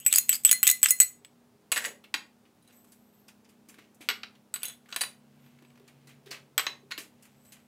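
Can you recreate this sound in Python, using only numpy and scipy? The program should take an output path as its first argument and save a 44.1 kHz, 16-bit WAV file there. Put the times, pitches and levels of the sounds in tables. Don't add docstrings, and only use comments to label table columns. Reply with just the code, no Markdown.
import sys
import numpy as np
from scipy import signal
from scipy.fft import rfft, irfft, next_fast_len
from scipy.io import wavfile
from scipy.ndimage import uniform_filter1d

SR = 44100
rng = np.random.default_rng(int(sys.argv[2]) if len(sys.argv) > 2 else 0)


def attenuation_scalar(level_db):
    decades = np.asarray(level_db, float) / 20
    return 10 ** decades


def wrap_up_sound(samples):
    columns = np.atleast_2d(samples).T
    tamed = np.clip(columns, -1, 1)
    steps = np.round(tamed * 32767).astype(np.int16)
    wavfile.write(sys.argv[1], SR, steps)


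N = 338247
LONG = 8192

# frequency in Hz,
# level in dB, t60 in seconds.
RIMS = [
    [(2029, 0, .13), (4190, 0, .17), (6766, -2, .12), (9888, 0, .075), (13570, -1, .07), (9925, -8, .07)],
    [(1890, 0, .05), (4750, -3, .08), (6721, -5, .08), (9836, -3, .08), (2832, -9, .05), (10060, -7, .05)],
    [(3965, 6, .12), (6450, -4, .14), (4883, -12, .03), (9559, -2, .09), (13187, -8, .06), (9779, -4, .09)],
    [(4010, -3, .05), (6590, -2, .13), (3450, -8, .04), (9680, 0, .08), (13300, -2, .08), (9800, -6, .07)],
    [(4255, 7, .09), (6802, -2, .1), (4174, 3, .07), (10088, 0, .08), (13500, -12, .06), (10250, -10, .07)],
]
# frequency in Hz, level in dB, t60 in seconds.
FLOOR_RING = [(7750, -7, .04), (7838, -3, .07), (7915, -2, .11), (8040, 0, .06)]
HIGH_RING = [(12870, -6, .045), (13130, 0, .085), (13300, -3, .06)]
# frequency in Hz, level in dB, t60 in seconds.
WORKTOP_MODES = [(186, 6, 0.15), (298, 26, 0.043), (401.6, 6, 0.16), (520, -13, 0.033), (738, 6, 0.14),
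                 (1110, 17, 0.025)]
# frequency in Hz, level in dB.
KNOCK = [(400, -31.5), (1000, -10), (1600, -3.5), (2600, 3), (4500, -10), (7000, -15.5), (12000, -18.5)]
TICK = [(1500, -38.5), (4000, -13.5), (7000, 3), (10000, 1), (13500, -3), (15000, -3.5), (16500, -22.5)]
THUD = [(150, -31.5), (450, 5), (1000, 2), (1600, 7.5), (2600, 10), (4500, 0), (7000, -8.5), (12000, -45)]
# start in seconds, dull knock peak in dB, floor ring in dB, high floor ring in dB.
FLOOR_TAPS = [(.0505, -48, -40, -42), (0.0638, -18.5, -12.5, -14), (0.1386, -15.5, -13.5, -25),
              (.2865, -39.5, -36, -45), (0.293, -13.5, -10.5, -10.5), (0.329, -24, -20, -25),
              (0.354, -47, -22.5, -27), (.4363, -50.5, -38, -42.5), (0.4498, -16, -7, -12),
              (0.4935, -23, -24, -41.5), (0.63, -14, -13, -12), (0.6366, -23.5, -30, -18),
              (.8174, -54.5, -38.5, -49), (0.83, -14.5, -7.5, -15.5), (0.838, -16.5, -39.5, -23.5),
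              (0.8593, -12, -15, -35.5), (.9885, -49.5, -39.5, -50), (1.0015, -16, -5.5, -35),
              (1.028, -31.5, -31, -26), (1.248, -36.5, -50, -74)]


def evened(x):
    return x / np.sqrt(np.mean(x ** 2) + 1e-20)


def read(points, hz):
    f, value = np.transpose(points)
    return np.interp(np.log(hz + 1), np.log(f + 1), value)


def add(mix, s, sound):
    part = mix[round(s * SR):][:len(sound)]
    part += sound[:len(part)]


def coloured(x, points):
    gain = attenuation_scalar(read(points, np.fft.rfftfreq(len(x), 1 / SR)))
    return evened(irfft(rfft(x) * gain, len(x)))


def thinned(x, hz):
    return signal.sosfilt(signal.butter(2, hz, "high", fs=SR, output="sos"), x)


def resonate(x, hz, width):
    turn = np.exp(2j * np.pi * np.cumsum(hz * np.ones(len(x))) / SR)
    r = np.exp(-np.pi * width / SR)
    return 2 * (turn * signal.lfilter([1 - r], [1, -r], x / turn + 1e-18)).real


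def ring(modes, spread_db=3.5, scatter=0.45):
    hz, db, t60 = np.transpose(modes)[:, :, None]
    t = np.arange(LONG) / SR
    lean, phase = rng.random((2, len(modes), 1))
    turn = 2j * np.pi * hz - np.log(1000) / t60
    fine, coarse = np.exp(turn * t[:128]), np.exp(turn * t[::128])
    whole = (fine[:, None] * coarse[:, :, None]).reshape(len(modes), -1)
    level = attenuation_scalar(db + spread_db * (2 * lean - 2.5))
    return (level * np.exp(2j * np.pi * scatter * phase) * whole).imag.sum(0)


def burst(points, t60, rise, grainy=0.):
    t = np.arange(LONG) / SR
    crumbs = attenuation_scalar(grainy * evened(uniform_filter1d(rng.standard_normal(len(t)), 40)))
    noise = coloured(rng.standard_normal(len(t)), points)
    return noise * crumbs * attenuation_scalar(-60 * t / t60) * (1 - np.exp(-t / rise))


def grit(size, per_s, spread_db):
    heights = attenuation_scalar(spread_db * np.minimum(rng.exponential(1, size), 4)) * rng.standard_normal(size)
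    return evened(heights * (rng.random(size) < per_s / SR))


def hum(hz, width, noise):
    tone = np.sqrt(2) * np.sin(2 * np.pi * hz * np.arange(N) / SR)
    return evened(tone + .55 * evened(resonate(resonate(noise, hz, width), hz, width)))


def kitchen():
    # frequency in Hz, level in dB per Hz.
    hiss = [(15, -66.5), (25, -40.5), (92, -13.5), (229, -9), (285, -14), (714, -17), (1890, -28),
            (15500, -37)]
    # frequency in Hz, wavering width in Hz, level in dB.
    appliances = [(106, 10, -86), (208.2, 2, -70), (240.2, 9, -67), (306, 3.7, -79.5), (412, 5.2, -79.5)]
    # time in seconds, motor tone in dB, handling rumble in dB.
    swells = [
        (0.0, -67, -77),
        (2.8, -90, -75),
        (6.02, -61, -66),
        (6.689, -66.5, -60),
        (7.67, -73, -82),
    ]
    noise = rng.standard_normal(next_fast_len(N))
    other = noise[-N:][::-1]
    t = np.arange(N) / SR
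    s, motor_db, rumble_db = np.transpose(swells)
    out = attenuation_scalar(-66) * coloured(noise, hiss)[:N]
    out += sum(attenuation_scalar(db) * hum(hz, width, noise[:N]) for hz, width, db in appliances)
    out += attenuation_scalar(np.interp(t, s, motor_db)) * hum(139.7, 24, other)
    rumble = evened(resonate(resonate(other, 400, 300), 400, 300))
    return out + attenuation_scalar(np.interp(t, s, rumble_db) - 8.0) * rumble


def room(x):
    # frequency in Hz, t60 in seconds.
    decay = [(300, 0.46), (1000, 0.28), (3000, 0.24), (8000, 0.23), (15000, 0.23)]
    taps = np.zeros(SR // 2)
    at = np.arange(200, SR // 2 - 20, 20)
    taps[at + rng.integers(0, 20, len(at))] = rng.choice([-1., 1.], len(at))
    hz, t, z = signal.stft(taps, SR, nperseg=256)
    tail = signal.istft(z * attenuation_scalar(-60 * t / read(decay, hz)[:, None]), SR, nperseg=256)[1]
    return signal.fftconvolve(x, tail / np.linalg.norm(tail))[:N]


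def seeds():
    # fastest at in seconds, half length in seconds, floor ring in dB, high floor ring in dB.
    slides = [
        (2.785, 0.087, -68.5, -65),
        (2.977, 0.13, -83.5, -71.5),
        (3.187, 0.12, -80.5, -71),
        (5.46, .09, -85, -75),
        (5.68, 0.058, -76, -93),
        (7.476, 0.13, -69.5, -70),
    ]
    # loudest at in seconds, half length in seconds, level in dB.
    rustles = [
        (2.705, 0.037, -63),
        (2.893, 0.097, -93),
        (3.19, 0.17, -82.5),
        (3.52, 0.08, -79.5),
        (3.796, .08, -62),
        (5.46, 0.14, -72.5),
        (5.948, 1, -75),
        (7.278, 0.15, -70),
        (7.56, 0.055, -63.5),
    ]
    ticks = grit(next_fast_len(N), 2500, 1.7)
    t = np.arange(0, len(ticks), 64) / SR

    def swell(rows):
        gain = sum(attenuation_scalar(db - 13.5 * abs(t - s) / half) for s, half, db in rows)
        return np.repeat(gain, 64)[:N]

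    out = swell(rustles) * (coloured(ticks, THUD) + 0.23 * coloured(ticks, TICK))[:N]
    s, half, floor_db, high_db = np.transpose(slides)
    for db, modes in (floor_db, FLOOR_RING), (high_db, HIGH_RING):
        singing = evened(signal.oaconvolve(ticks, ring(modes, 1.9))[:N])
        out += swell(zip(s, half, db)) * singing
    return out


def touches():
    # start in seconds, dull peak in dB, bright peak in dB, pitch in Hz.
    short_touches = [(2.039, -46, -64, 2375), (2.452, -58, -87, 2270), (2.725, -62, -63, 5200),
                     (2.873, -69.5, -67, 3500), (2.844, -59.5, -61.5, 920), (2.919, -56, -55.5, 4030),
                     (3.28, -48, -55.5, 4140), (3.445, -56.5, -88, 4170), (3.489, -57.5, -61.5, 4030),
                     (3.686, -49, -49.5, 4140), (3.741, -52.5, -62, 1210), (3.786, -46.5, -62, 1620),
                     (3.945, -74.5, -57.5, 950), (4.351, -55, -76, 2780), (4.857, -55, -76, 1480),
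                     (5.876, -50, -60, 3670), (6.071, -50, -58.5, 3420), (6.982, -36, -44.5, 4250),
                     (7.224, -56.5, -53, 3770), (7.252, -55, -57, 2110), (7.449, -62.5, -59.5, 3610),
                     (7.52, -46.5, -49, 3500)]
    sweeps = [
        (4.007, -44, -54, 2050),
        (6.089, -51, -64.5, 1820),
        (6.258, -50, -62, 2880),
        (6.307, -33.5, -48, 3720),
        (6.987, -44, -45.5, 3980),
    ]
    # start in seconds, dull peak in dB, pitch in Hz.
    patter = [
        (5.462, -54, 902),
        (5.587, -51.5, 1110),
        (5.624, -49, 870),
        (5.649, -51.5, 1990),
        (5.703, -53, 2030),
        (5.756, -55, 920),
        (5.776, -51.5, 900),
        (5.797, -52, 890),
    ]
    # start in seconds, level in dB.
    bumps = [
        (1.186, -64),
        (1.511, -65),
        (1.868, -49),
        (5.801, -55.5),
        (6.265, -47),
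        (6.83, -55.5),
    ]
    rows = [(s, dull, bright, hz, 0.043 + 0.017 * hz / 1e3) for s, dull, bright, hz in short_touches]
    rows += [(*row, 0.2) for row in sweeps]
    rows += [(s, db, db - 40, hz, 0.029) for s, db, hz in patter]
    out = np.zeros(N)
    soft_start = np.minimum(np.arange(LONG) / (.006 * SR), 1)
    for s, db in bumps:
        add(out, s, attenuation_scalar(db) * ring(WORKTOP_MODES[2:4], 1.5) * soft_start)
    for s, dull_db, bright_db, hz, t60 in rows:
        pitched = [(hz / 0.91, -30), (hz / 1.15, -6), (hz, 0), (hz * 1.0, -6), (hz * 2.8, -30)]
        push = burst(THUD, t60, 0.048 * t60, 3.1) + .9 * burst(pitched, .6 * t60, 0.02 * t60, 3.)
        puff = burst(TICK, t60, 0.011 * t60, 2.7)
        add(out, s, attenuation_scalar(dull_db - 4) * push)
        add(out, s, attenuation_scalar(bright_db - 1.0) * puff + attenuation_scalar(dull_db - 21.5) * ring(WORKTOP_MODES, 9.2))
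    return out


def struck():
    # start in seconds, dull knock peak in dB, floor ring in dB, high floor ring in dB, upper
    # rim ring in dB.
    rim_taps = [(0.001, -53.5, -43.5, -49, -46.5), (0.127, -14, -9.5, -21, -21.5),
                (0.159, -37, -9.5, -15.5, -14), (0.184, -19.5, -15, -18.5, -13),
                (0.513, -16.5, -15, -16.5, -10.5), (0.518, -25, -28, -37.5, -13.5),
                (0.528, -19, -18, -23, -16), (0.669, -13, -8.5, -13.5, -22.5), (0.676, -24, -6, -19.5, -12),
                (0.69, -15, -18, -15.5, -31), (0.7, -38.5, -8.5, -25.5, -13.5),
                (0.7131, -22.5, -20, -17, -17.5), (0.907, -25.5, -18, -27, -10.5),
                (1.002, -40, -50, -49.5, -12.5)]
    # start in seconds, thud peak in dB,
    # floor ring in dB, upper rim ring in dB, lower rim ring in dB.
    stacked = [
        (1.718, -10, -24.5, -20.5, -52),
        (1.723, -13.5, -16, -39.5, -47),
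        (1.761, -16, -33.5, -36.5, -38),
        (1.768, -21.5, -43, -50, -42),
        (1.776, -15, -25.5, -29.5, -29),
        (1.849, -15, -35, -54.5, -31),
        (1.855, -26, -36, -32, -41),
        (1.862, -26.5, -38.5, -32, -47),
        (2.141, -7.5, -36, -36.5, -30),
        (2.148, -17, -43, -44, -51.5),
    ]
    tipped = [(2.625, -75, -80, -64, -70), (2.649, -75, -80, -72, -74), (2.676, -57, -72, -59, -61),
              (4.088, -4.5, -29, -66.5, -42.5), (4.101, -12, -40.5, -76, -50.5),
              (4.111, -18.5, -51, -69.5, -65), (4.233, -18.5, -66, -69, -74), (4.926, -19.5, -70, -58, -38),
              (4.962, -13, -32, -29.5, -31.5), (5.009, -19.5, -42, -29, -28),
              (5.016, -21.5, -33.5, -23.5, -41), (5.036, -17, -64.5, -44, -46),
              (6.579, -4.5, -21.5, -38, -34), (6.5945, -10, -37, -52, -45.5), (6.6, -23, -54, -60, -45.5),
              (6.667, -9, -60, -72, -29.5)]
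    nudged = [
        (4.54, -21.5, -24, -51, -42),
        (4.56, -24.5, -56, -37.5, -65),
        (4.632, -22.5, -61.5, -27.5, -51),
        (4.654, -46, -76, -31, -30),
        (4.683, -42, -46, -36, -35),
        (4.698, -31, -60, -64, -56),
    ]
    lifted = [
        (6.909, -29, -66, -60, -57),
        (6.913, -19.5, -71, -48, -49),
        (6.92, -20, -76, -49, -39),
        (6.978, -21.5, -46.5, -56, -53),
    ]
    floor_to_high_db = [-9, -2, -10, 7]
    rows = [(0, s, k, f, h, k - 27.5, k - 34.5) for s, k, f, h in FLOOR_TAPS]
    rows += [(0, s, k, f, h, u, u - 25) for s, k, f, h, u in rim_taps]
    for dish, table in enumerate([stacked, tipped, nudged, lifted]):
        rows += [(dish + 1, s, k, f, f + floor_to_high_db[dish], u, low) for s, k, f, u, low in table]
    return rows


def drained(s, share):
    # from in seconds, to in seconds, loss in dB per s.
    held = [(0.084, 0.192, 1501), (0.298, .4, 1496), (0.476, 0.532, 1502), (0.637, 0.717, 1503),
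            (0.846, 0.911, 1514), (1.686, 1.896, 596), (4.564, 4.704, 799), (4.96, 5.046, 493),
            (6.585, 6.664, 987), (4.096, 4.235, 290), (6.985, 7.0, 3004), (5.09, 5.196, 250)]
    t = s + np.arange(LONG) / SR
    loss_db = sum(rate * (np.clip(t, a, b) - np.clip(s, a, b)) for a, b, rate in held)
    return attenuation_scalar(-share * loss_db)


def china(dish, s, floor_db, high_db, upper_db, lower_db):
    # frequency in Hz, level in dB, t60 in seconds.
    floors = [
        FLOOR_RING,
        [(7936, 0, .09), (7889, -7, .07), (8240, -6, .04)],
        [(7980, 0, .07), (7870, -4, .07), (7714, -6, .02)],
        [(7960, 0, .1), (7917, -2, .05), (8039, -2, .05)],
        FLOOR_RING,
    ]
    rim, left = RIMS[dish], drained(s, 0.81)
    floor = attenuation_scalar(floor_db + 2.0) * ring(floors[dish]) + attenuation_scalar(high_db + 3.5) * ring(HIGH_RING)
    wall = attenuation_scalar(upper_db + 2.5) * ring(rim[2:], 2.5) + attenuation_scalar(lower_db - 3) * ring(rim[:2], 0.93)
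    tick_level = attenuation_scalar(floor_db - 10.5) + attenuation_scalar(high_db - 8.5) + attenuation_scalar(upper_db - 1.0)
    return floor * left ** 2.1 + wall * left ** 0.67 + tick_level * burst(TICK, 0.008, .00008)


def friction(strokes, body, per_s, width, broad, climb_hz, floor_db, rim_db, rim_db_per_octave):
    out = np.zeros(N)
    pressed = attenuation_scalar(-900 * np.arange(LONG) / SR)
    blows = struck()
    for s, end, first_db, last_db, middle_hz in strokes:
        t = np.arange(s, end + .004, 1 / SR)
        grind = attenuation_scalar(np.interp(t, [s, end], [first_db, last_db]))
        hz = middle_hz + climb_hz * (t - (s + end) / 2)
        slips = grit(len(t), per_s, 3.) * signal.windows.tukey(len(t), .1)
        rim = RIMS[min(blows, key=lambda row: abs(row[1] - s))[0]]
        chatter = sum(attenuation_scalar(db - 9.5 - 549 * abs(t - at)) * (t > at) for at, _, db, _ in FLOOR_TAPS)
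        squeak = evened(resonate(resonate(slips, hz, width), hz, width))
        scratch = coloured(slips, body) + .5 * coloured(slips, TICK)
        add(out, s, grind * attenuation_scalar(-4.0) * (squeak + broad * scratch))
        floor = pressed * (0.074 * ring(FLOOR_RING) + .04 * ring(HIGH_RING))
        add(out, s, signal.fftconvolve((grind * attenuation_scalar(floor_db) + chatter) * slips, floor))
        shake = grind * attenuation_scalar(rim_db + rim_db_per_octave * np.log2(hz / 3500))
        add(out, s, signal.fftconvolve(shake * slips, pressed * 0.32 * ring(rim[2:])))
    return out


def dish_landings():
    # frequency in Hz, level in dB.
    crack = [(500, -22), (1000, -8), (1450, 8.5), (2600, 5), (4500, 7.5), (6500, -10), (12000, -42)]
    # frequency in Hz, level in dB, t60 in seconds.
    clank = [(1100, -3, .05), (1450, 0, .03), (1870, -3, .025), (2400, -2, .02), (2600, 0, .025),
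             (2900, -2, .035), (3150, 0, .025), (3950, -2, .02), (4550, 1, .02), (5550, -8, .012)]
    out = np.zeros(N)
    for dish, s, knock_db, *ring_dbs in struck():
        if dish == 0:
            continue
        sound = attenuation_scalar(knock_db - 16) * burst(THUD, 0.047, 0.00054, 1.6)
        sound += attenuation_scalar(knock_db - 40) * ring(WORKTOP_MODES, 3.8, 0.98)
        sound += attenuation_scalar(knock_db - 11) * burst(crack, 0.016, 0.00025)
        sound = thinned(sound, 850) + attenuation_scalar(knock_db - 18) * ring(clank, 3.4, 0.68)
        add(out, s, sound + china(dish, s, *ring_dbs))
    return out


def worktop():
    # from in seconds, to in seconds,
    # grind in dB at start, grind in dB at end, contact resonance in Hz.
    drags = [(1.725, 1.755, -28.5, -52.5, 2430), (1.764, 1.8, -27, -42, 1820),
             (1.803, 1.862, -44.5, -38, 1840), (1.866, 1.92, -41, -60.5, 520),
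             (4.6, 4.655, -67.5, -40, 2850), (4.657, 4.74, -49, -63.5, 3450),
             (4.885, 4.945, -58.5, -50, 1430), (5.012, 5.04, -23.5, -56, 4680),
             (5.042, 5.07, -64, -58, 2000), (6.598, 6.65, -38, -84.5, 2750), (6.905, 6.94, -55, -65, 2500)]
    chatter = friction(drags, THUD, per_s=3000, width=560, broad=1.0, climb_hz=0,
                       floor_db=-2.5, rim_db=-14, rim_db_per_octave=10)
    return thinned(dish_landings() + chatter + touches() + seeds(), 110)


def bending():
    # split in Hz, share of the partner.
    splits = [(15, .85), (9.5, .6)]
    # start in seconds, lowest mode in dB, second mode in dB.
    bends = [(.126, -50, -36), (.183, -46, -32), (.293, -45.5, -48.5), (.5136, -40.5, -40),
             (.528, -26, -26), (.63, -40, -50.5), (.6693, -19.5, -30.5), (.7135, -27, -38),
             (.842, -30, -44.5), (.9072, -25.5, -37), (1.0015, -25, -32.5)]
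    out, t = np.zeros(N), np.arange(LONG) / SR
    for s, *levels_db in bends:
        for db, (hz, _, t60), (split, share) in zip(levels_db, RIMS[0], splits):
            lower = np.sin(2 * np.pi * (hz - split / 2) * t)
            upper = np.sin(2 * np.pi * (hz + split / 2) * t)
            add(out, s, attenuation_scalar(db - 60 * t / t60) * (lower - share * upper) * drained(s, .3))
    return out


def spoon_taps():
    out = np.zeros(N)
    for dish, s, knock_db, *ring_dbs in struck():
        if dish == 0:
            knock = attenuation_scalar(knock_db - 4) * burst(KNOCK, 0.021, 0.0001)
            add(out, s, knock + china(dish, s, *ring_dbs))
    return out


def spoon():
    # from in seconds, to in seconds, grind in dB at start, grind in dB at end, contact
    # resonance in Hz.
    scrapes = [(0, .058, -56.5, -56, 3000), (.072, .104, -37.5, -43.5, 2400),
               (.108, .123, -42.5, -35.5, 3700), (.143, .18, -33, -30.5, 4900),
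               (.3, .326, -47, -33.5, 3100), (.33, .365, -32.5, -38.5, 4800), (.453, .464, -32, -33, 3000),
               (.467, .49, -38, -36, 3350), (.492, .511, -30, -34, 3300), (.638, .66, -39.5, -35, 3000),
               (.664, .712, -27, -32, 3800), (.842, .88, -33.5, -41.5, 3300),
               (.883, .903, -34, -32.5, 5300), (1.008, 1.032, -34.5, -37.5, 4300)]
    squeak = friction(scrapes, KNOCK, per_s=3500, width=620, broad=0.45, climb_hz=9000,
                      floor_db=2.3, rim_db=-14, rim_db_per_octave=14)
    return thinned(spoon_taps() + bending() + squeak, 1300)


def scene():
    near, far = spoon(), worktop()
    echoes = room(attenuation_scalar(-13.5) * near + attenuation_scalar(-7.5) * far)
    return (near + far + echoes + kitchen())[None]


def roll_off(x):
    return signal.sosfilt(signal.butter(12, 16810, fs=SR, output="sos"), x)


def record(dry):
    edge = signal.firwin(127, 15900, window=("kaiser", 4), fs=SR)[None]
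    squeezed = 1.15 * np.tanh(dry / 1.15)
    return roll_off(signal.oaconvolve(squeezed, edge, "same"))


dry = scene()
out = record(dry)
wrap_up_sound(out)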